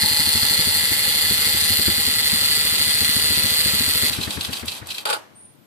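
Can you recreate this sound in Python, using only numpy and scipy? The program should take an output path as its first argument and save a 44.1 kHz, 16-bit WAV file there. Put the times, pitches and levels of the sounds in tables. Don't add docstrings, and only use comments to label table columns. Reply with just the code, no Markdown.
import sys
import numpy as np
from scipy import signal
from scipy.fft import rfft, irfft
from scipy.io import wavfile
from scipy.ndimage import uniform_filter1d, map_coordinates

SR = 44100
rng = np.random.default_rng(int(sys.argv[2]) if len(sys.argv) > 2 else 0)


def wav_record(signal):
    frames = np.transpose(np.atleast_2d(signal))
    bounded = np.clip(frames, -1, 1)
    quanta = np.round(bounded * 32767).astype(np.int16)
    wavfile.write(sys.argv[1], SR, quanta)


N = 249603
TIME = np.arange(N) / SR
FREQ = np.fft.rfftfreq(2 * N, 1 / SR)
WEAK_S, CUT_S = 4.1, 4.145

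# t/s, snap level/dB, ring level/dB, left lag behind right/samples
PHONE_PATH = [(0, -24, -21.5, 7.88), (1.7, -26, -20.5, 7.26), (2.15, -24, -22, 5.61),
              (4.1, -25, -21.5, 5.9)]
# f/Hz, width/Hz, depth/0-1
BUZZ_DIPS = [(2340, 240, 0.25), (3770, 120, 0.07), (5200, 100, 0.64), (5730, 420, 1), (6230, 130, 0.74),
             (8330, 320, 0.75), (10300, 270, 0.6), (11540, 200, 0.3)]
def spark_buzz():
    snap_db, ring_db, lag = curves(PHONE_PATH)
    weak = TIME > WEAK_S
    train = spark_train(swing_db=1.4, sag_db=1.1, spread_db=1.3)
    crack = unit(train) + undb(-7.5) * fizz(train, t60=0.005)[0]
    direct = microphones(gap_snaps(train, crack, snap_db) * undb(-11 * weak), lag)
    ringing = unit(rig_ring(train, crack) + undb(-1.5) * yard_wash(train, crack, lag))
    buzz = colour_drift(direct + ringing * undb(ring_db - 9 * weak))
    notches = [1 - depth * resonance(hz, width) for hz, width, depth in BUZZ_DIPS]
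    return shape(buzz, np.prod(notches, axis=0))


# t/s, spark rate/Hz
FIRING_RATE = [(0, 154), (.4, 151.2), (.8, 150.3), (1.4, 153), (2.0, 151.5), (2.6, 152), (3.3, 151),
               (4.1, 151)]
# t/s, gain/dB
SPARK_ACCENTS = [(2.02, -2), (2.26, 1), (2.456, 1.5), (2.552, 2), (2.74, 1.5), (3.01, 3), (3.4, -2.5)]
def spark_train(swing_db, sag_db, spread_db, misfire_db=3.6, full_charge_db=4.5, accent_s=0.0052):
    cycles = np.cumsum(curves(FIRING_RATE)[0]) / SR
    drift, jitter, spread = rng.standard_normal((int(cycles[-1]), 3)).T
    count = np.arange(len(drift))
    angle = 2 * np.pi * np.interp(count, cycles, turns())
    since_misfire = np.concatenate([np.arange(run) for run in rng.integers(4, 8, 200)])[:len(count)]
    strength_db = -swing_db * np.cos(2 * angle) + sag_db * np.cos(angle) + spread_db * spread
    strength_db -= misfire_db * np.exp(-since_misfire / 1.3)
    strength_db -= strength_db.mean()
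    stretch = .005 * strength_db + .013 * unit(uniform_filter1d(drift, size=10))
    late_periods = np.cumsum(stretch) + .006 * jitter
    s = np.interp(count + late_periods, cycles, TIME)
    size = np.tanh(undb(strength_db - full_charge_db))
    size *= undb(sum(db * np.exp(-((s - at) / accent_s) ** 2 / 2) for at, db in SPARK_ACCENTS))
    live = (s > 0) & (s < CUT_S)
    return impulses(s[live], size[live])


# f/Hz, width/Hz, left/dB, right/dB
GAP_MODES = [(1995, 108, -10, -2.5), (3044, 1450, -11, -1.5), (4360, 275, 6, 6), (7730, 490, -7.5, -21.5),
             (9160, 470, 6.5, -14), (9520, 270, 5, -1.5), (11980, 570, -11, -3), (13700, 1600, -0.5, -12.5)]
# delay/s, level/dB
BOARD_BOUNCE = [(.001895, -8), (.000945, -5)]
# f/Hz, width/Hz, left/dB, right/dB
ZING_MODES = [(4200, 340, 2.5, 0), (4414, 580, 1, -0.5)]
# t/s, level/dB
ZING_LEVELS = [(0, -24), (.25, -24.5), (.85, -32), (1.7, -28), (2.15, -27), (4.1, -27)]
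def gap_snaps(train, crack, snap_db):
    bounce = np.array([undb(db) * np.exp(-2j * np.pi * FREQ * s) for s, db in BOARD_BOUNCE])
    snap = unit(shape(crack, modes(GAP_MODES) * (1 + bounce)))
    zing = unit(shape(train ** 1.9, modes(ZING_MODES) * (1 + bounce[0])))
    return snap * undb(snap_db) + zing * undb(curves(ZING_LEVELS)[0])


# f/Hz, width/Hz, left/dB, right/dB
RIG_MODES = [(1340, 105, -7, -1.5), (1731, 46, -9, 7.5), (1939, 64, -1, 2), (2044, 210, 2, 8),
             (2212, 100, -0.5, -5), (2880, 200, -16.5, -4), (3380, 280, -11.5, -4.5), (3496, 107, 3, 2.5),
             (4237, 53, 6.5, 12), (4568, 65, 4.5, 8), (4746, 49, 10.5, 9), (5990, 55, -11, 3.5),
             (6280, 130, 4, -2), (7650, 280, 4.5, -4), (9090, 98, 0.5, 4.5), (9100, 52, -2.5, -1),
             (9570, 330, -2.5, -28), (10900, 35, 2.5, 5.5), (11700, 105, 4, -14), (13330, 160, -1.5, -0.5)]
def rig_ring(train, crack):
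    drive = microphones([crack, crack], lag=3.58) + undb(-4.5) * fizz(train, t60=0.058)
    return shape(drive, modes(RIG_MODES))


# f/Hz, left/dB, right/dB
WASH_COLOUR = [(151, -24, -58), (536, -4.5, -6.5), (720, -32.5, -36.5), (1234, -10.5, -24), (2430, -6, -5),
               (3600, -3, 1.5), (4900, -1, -11), (6040, -8, -28), (7220, -12.5, -2.5), (8800, -7, 0.5),
               (9900, 0.5, -6.5), (13300, -3.5, -5.5), (14600, -11.5, -15)]
def yard_wash(train, crack, lag):
    sizzle = fizz(train, t60=0.028)[0]
    echoes = undb(-3) * scatter(crack, t60=0.2, onset_s=0.002)
    far_hiss = undb(-2.5) * fizz(train, t60=0.24)
    return shape(microphones([sizzle, sizzle], lag) + echoes + far_hiss, colour(WASH_COLOUR))


def colour_drift(x, spread_db=1.1, patch_hz=450, patch_s=.12):
    hz, s, bands = signal.stft(x, SR, nperseg=512)
    walk = uniform_filter1d(rng.standard_normal(bands.shape[1:]), int(patch_hz / hz[1]), axis=0)
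    walk = unit(uniform_filter1d(walk, int(patch_s / s[1]), axis=1))
    return signal.istft(bands * undb(spread_db * walk), SR)[1][:, :N]


def thumps(push_s, lead_s, lead_share, flutter_db, right_db):
    beats = beat_train()
    early = np.exp(2j * np.pi * FREQ * lead_s)
    low_ring = undb(-4.5) * resonance(hz=80.2, width_hz=4.2)
    air = shape(beats, puff(push_s) * (lead_share * early - 1 - low_ring))
    air -= 2.2 * shape(beats ** 2, puff(push_s * 0.63) - 0.55 * puff(push_s))
    flutter = unit(shape(fizz(beats, t60=0.12)[0], resonance(230, 130) * resonance(214, 410)))
    boom = unit(shape(fizz(beats ** 0.24, t60=0.15)[0], resonance(91.5, 36) ** 2))
    clank = unit(shape(fizz(beats ** 0.58, t60=0.096), early * resonance(1700, 1050) ** 2))
    air += undb(flutter_db) * flutter + undb(-40.5) * boom
    return air * undb([[0], [right_db]]) + undb(-45) * clank


# t/s, level/dB
THUMP_LEVELS = [(0, -18), (1.0, -19.5), (2.4, -21.5), (3.95, -20.5), (4.8, -22.5)]
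# t/s, level/dB
HARD_KICKS = [(0.036, -15), (.198, -16.5), (.357, -13), (0.433, -15), (.511, -17), (0.674, -15),
              (0.918, -15), (1.311, -13.5), (1.547, -17.5), (1.793, -14.5), (1.883, -8), (2.078, -17.5),
              (2.332, -15.5), (3.019, -16), (3.167, -14.5), (3.242, -20), (3.446, -14), (3.661, -13),
              (3.737, -15.5), (4.034, -13.5), (4.189, -12.5), (4.279, -14), (4.378, -15), (4.493, -17),
              (4.633, -20)]
def beat_train(spread_db=3.5):
    made = turns()
    s = np.interp(np.arange(int(made[-1]) + 1), made, TIME)
    db = np.interp(s, *np.transpose(THUMP_LEVELS))
    db += spread_db * rng.standard_normal(len(s)) * (s < CUT_S)
    for at, kick_db in HARD_KICKS:
        nearest = np.argmin(np.abs(s - at))
        s[nearest], db[nearest] = at, kick_db
    return impulses(s, undb(db))


# t/s, turn rate/Hz
MACHINE_SPEED = [(0.0, 12.7), (1.0, 12.2), (1.35, 13.2), (1.6, 12.8), (1.92, 10.1), (2.5, 12.9),
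                 (3.3, 14.3), (4.06, 13.3), (4.8, 4.3), (4.99, 3.6), (5.06, 0.0)]
def turns(first_thump_s=.036):
    made = np.cumsum(curves(MACHINE_SPEED)[0]) / SR
    return made - np.interp(first_thump_s, TIME, made)


# f/Hz, left/dB, right/dB
FRICTION_COLOUR = [(206, 1.5, -12), (630, -12, -40), (900, -18, 1.5), (1160, -28, -5), (2090, -8.5, -10),
                   (2520, -0.5, -5), (3540, -2, 3), (4400, -6.5, -7), (4900, -3, -13), (6200, -12, -12),
                   (7750, -6, -4.5), (9400, -5, -5.5), (11500, -5.5, -14), (14300, -6.5, -14.5)]
# f/Hz, width/Hz, left/dB, right/dB
FRICTION_MODES = [(2612, 200, -3, -3.5), (3190, 59, 1, -2.5), (3908, 164, 1.5, 0), (4166, 140, -1.5, 2.5),
                  (4570, 110, -6, 1)]
def rubbing(grain_db):
    level = undb(friction_db())
    clicks = crackle(per_s=420, spread_db=4) * level
    drag = gritty(grain_db) * level
    rub = undb(-1.5) * level * unit(shape(gritty(grain_db), colour(FRICTION_COLOUR)))
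    rub += undb(-1) * shape(clicks, resonance(3900, 3400) ** 2)
    catches, hits = rasp_envelope(), snap_train()
    rasp = catches * unit(shape(noise(), colour(FRICTION_COLOUR) * resonance(3600, 4200)))
    snap = undb(18.5) * shape(hits, resonance(3800, 1700) ** 2)
    drive = undb(16) * catches * noise() + undb(5.5) * (drag + clicks) + undb(21.5) * hits
    direct = rub + rasp + snap + shape(drive, modes(FRICTION_MODES)) + ticks()
    return direct + undb(-5.5) * scatter(direct, t60=0.038, onset_s=0.00087)


def friction_db(full_speed_hz=13.1, halving_db=4.5, labour_db=4.5, labour_turn=0.047, width_turns=0.12):
    slowness = full_speed_hz / (curves(MACHINE_SPEED)[0] + 1e-3)
    off_turns = (turns() - labour_turn + .5) % 1 - .5
    labour = np.exp(-(off_turns / width_turns) ** 2 / 2) * slowness ** 1.2
    base_db = -26.5 - 0.5 * (TIME < WEAK_S)
    return base_db - halving_db * np.log2(slowness) - labour_db * labour


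# t/s, level/dB, swell/s
CATCHES = [(2.3, -25, 0.0053), (2.785, -26, .006), (2.908, -24, .004), (3.048, -20.5, 0.0032),
           (3.358, -21.5, 0.0036), (4.134, -24.5, 0.0038), (4.215, -27, .003), (4.235, -28, .0013),
           (4.308, -21, 0.0013), (4.411, -23, 0.0023), (4.4498, -18, 0.0011), (4.533, -21, 0.0026),
           (4.683, -21.5, 0.0027), (4.719, -29.5, 0.0043), (4.889, -33, .003), (4.908, -26.5, 0.0035),
           (4.919, -31, 0.0026), (4.948, -31, 0.0032),  (4.9837, -21.5, .0013)]
def rasp_envelope(release_swells=1.4):
    envelope = np.zeros(N)
    for s, db, swell_s in CATCHES:
        swells = (TIME - s) / swell_s
        envelope += undb(db) * np.exp(-np.where(swells < 0, swells ** 2 / 2, swells / release_swells))
    return envelope


# t/s, level/dB
HARD_SNAPS = [(4.213, -14), (4.2324, -13), (4.235, -13), (4.2496, -24), (4.41, -11), (4.4473, -23),
              (4.5354, -27), (4.5705, -17), (4.682, -18), (4.684, -12), (4.6948, -15), (4.908, -25),
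              (4.917, -17), (4.9833, -18)]
def snap_train():
    return sum(undb(db) * signal.unit_impulse(N, int(s * SR)) for s, db in HARD_SNAPS)


# t/s, level/dB
BRIGHT_TICKS = [(4.511, -31), (4.525, -30), (4.657, -27), (4.871, -28)]
def ticks():
    envelope = sum(undb(db) * decay(s, t60=0.02) for s, db in BRIGHT_TICKS)
    return envelope * unit(shape(noise(), resonance(10900, 6500)))


# t/s, level/dB, t60/s
HALT_BLOWS = [(5.0539, -17.5, 0.067), (5.071, -25, 0.12), (5.089, -25, 0.13), (5.1, -19, 0.097),
              (5.128, -20, 0.13)]
# f/Hz, left/dB, right/dB
SCUFF_COLOUR = [(198, -17, -38), (580, -9, -4.5), (1500, 1, -8), (1890, -15, -7), (2480, -4, -2.5),
                (4540, -4, -1.5), (5300, -13, -9), (6440, -19, -18), (7550, -11, -4.5), (9900, -3.5, -25),
                (11400, -35, -36), (14000, -40, -37)]
# f/Hz, width/Hz, left/dB, right/dB
KNOCK_MODES = [(502, 240, 2, -7), (836, 42, 10.5, 7), (858, 46, -3, 11), (1134, 110, 3.5, 2),
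               (1265, 93, -6, 7), (1442, 165, 4, 6), (2440, 590, -6, -8), (3540, 370, -4, -10),
               (4610, 170, -1, -3.5), (9130, 880, -7.5, -8), (12400, 370, -13, -5)]
def clatter():
    blows = sum(undb(db) * decay(s, t60) for s, db, t60 in HALT_BLOWS)
    scuff = blows * unit(shape(gritty(grain_db=0.5), colour(SCUFF_COLOUR)))
    knock = shape(blows * gritty(grain_db=2.5), modes(KNOCK_MODES))
    yard = shape(scatter(blows * noise(), t60=0.36, onset_s=0.0075), resonance(760, 760))
    return undb(-2) * scuff + undb(11.5) * knock + yard


# t/s, whirr level/dB, note level/dB, note f/Hz
WHIRR_PATH = [(0, -47, -37.5, 868.5), (2.0, -44.5, -45, 815), (4.2, -38.5, -50.5, 826),
              (5.1, -46.5, -57, 825), (5.5, -61, -88, 830)]
def whirr(note_half_width_hz=77):
    dull_db, note_db, note_hz = curves(WHIRR_PATH)
    dull = unit(shape(noise(), resonance(585, 1140) * resonance(885, 3100)))
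    blur = shape(noise(), 1 / (1 + (FREQ / note_half_width_hz) ** 2))
    note = unit(blur * np.cos(2 * np.pi * np.cumsum(note_hz) / SR))
    return dull * undb(dull_db) + note * undb(note_db)


# t/s, length/s, first f/Hz, middle f/Hz, last f/Hz, level/dB
FAR_WHISTLES = [(5.347, 0.19, 8630, 9240, 9100, -50), (5.51, 0.22, 12750, 13150, 10800, -70)]
def far_whistles(waver_hz=100.6, attack_s=0.015, release_s=0.075):
    tones = np.zeros((2, N))
    for start, length, *pitches, db in FAR_WHISTLES:
        t = np.clip(TIME - start, 0, length)
        arch_hz = np.polyval(np.polyfit([0, .5, 1], pitches, 2), t / length)
        hz = arch_hz + waver_hz * unit(uniform_filter1d(noise(), size=40))
        envelope = np.minimum(t / attack_s, 1) * np.minimum((length - t) / release_s, 1) ** 2
        tones += envelope * undb(db) * np.sqrt(2) * np.sin(2 * np.pi * np.cumsum(hz, axis=1) / SR)
    return undb(1.5) * tones + undb(-2) * scatter(tones, t60=0.27, onset_s=0.01)


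# f/Hz, left/dB, right/dB
AIR_COLOUR = [(30, -27, -57), (99, 8.5, -1), (300, 8, -12), (596, -4.5, -9.5), (1500, -27, -20),
              (3500, -15, -15.5), (6000, -22, -22), (14040, -18, -23)]
def outdoor_air():
    return undb(-54) * unit(shape(noise(), colour(AIR_COLOUR)))


def undb(db):
    return 10 ** (np.asarray(db) / 20)


def unit(x):
    return x / np.sqrt(np.mean(x ** 2))


def curves(rows):
    s, *columns = np.transpose(rows)
    return [np.interp(TIME, s, c) for c in columns]


def impulses(s, sizes):
    train = np.zeros(N)
    train[(s * SR).astype(int)] = sizes
    return train


def decay(s, t60):
    return (TIME >= s) * undb(-60 * np.clip(TIME - s, 0, 1) / t60)


def noise():
    return rng.standard_normal((2, N))


def fizz(train, t60):
    power = signal.fftconvolve(train ** 2, decay(0, t60)[:SR // 2] ** 2)[:N]
    return unit(np.sqrt(np.abs(power)) * noise())


def gritty(grain_db):
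    return unit(noise() * undb(grain_db * np.repeat(rng.standard_normal(N // 32 + 1), 32)[:N]))


def crackle(per_s, spread_db):
    return unit((rng.random(N) < per_s / SR) * undb(spread_db * np.clip(rng.standard_normal(N), -2, 2)))


def puff(s):
    return np.sqrt(2 * np.pi) * s * SR * np.exp(-2 * (np.pi * FREQ * s) ** 2)


def colour(rows):
    hz, *sides = np.transpose(rows)
    return undb([np.interp(np.log(FREQ + 1), np.log(hz), db) for db in sides])


def resonance(hz, width_hz):
    return 1j * FREQ * width_hz / (hz ** 2 - FREQ ** 2 + 1j * FREQ * width_hz)


def modes(rows):
    return sum(undb([[left], [right]]) * resonance(hz, width) ** 2 for hz, width, left, right in rows)


def shape(x, response):
    return irfft(rfft(x, 2 * N) * response, 2 * N)[..., :N]


def scatter(x, t60, onset_s):
    t = TIME[:SR // 2]
    tail = noise()[:, :len(t)] * undb(-60 * t / t60) * (1 - np.exp(-t / onset_s))
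    tail /= np.sqrt(np.sum(tail ** 2, axis=1, keepdims=True))
    return signal.fftconvolve(np.atleast_2d(x), tail, axes=1)[:, :N]


def microphones(x, lag):
    return np.array([map_coordinates(x[0], [np.arange(N) - lag], order=3), x[1]])


def scene():
    machine = thumps(push_s=0.00092, lead_s=.0063, lead_share=0.28, flutter_db=-38.5, right_db=-12)
    machine = machine + rubbing(grain_db=2) + whirr() + clatter()
    whistles = far_whistles()
    return spark_buzz() + machine + whistles + outdoor_air()


def record(dry, bass_hz=66, ceiling=1.2, top_hz=14230):
    thin = shape(dry, 1 / np.sqrt(1 + (bass_hz / (FREQ + 1)) ** 14))
    rounded = ceiling * np.tanh(thin / ceiling)
    return signal.sosfilt(signal.ellip(12, .2, 70, top_hz, fs=SR, output="sos"), rounded)


dry = scene()
out = record(dry)
wav_record(out)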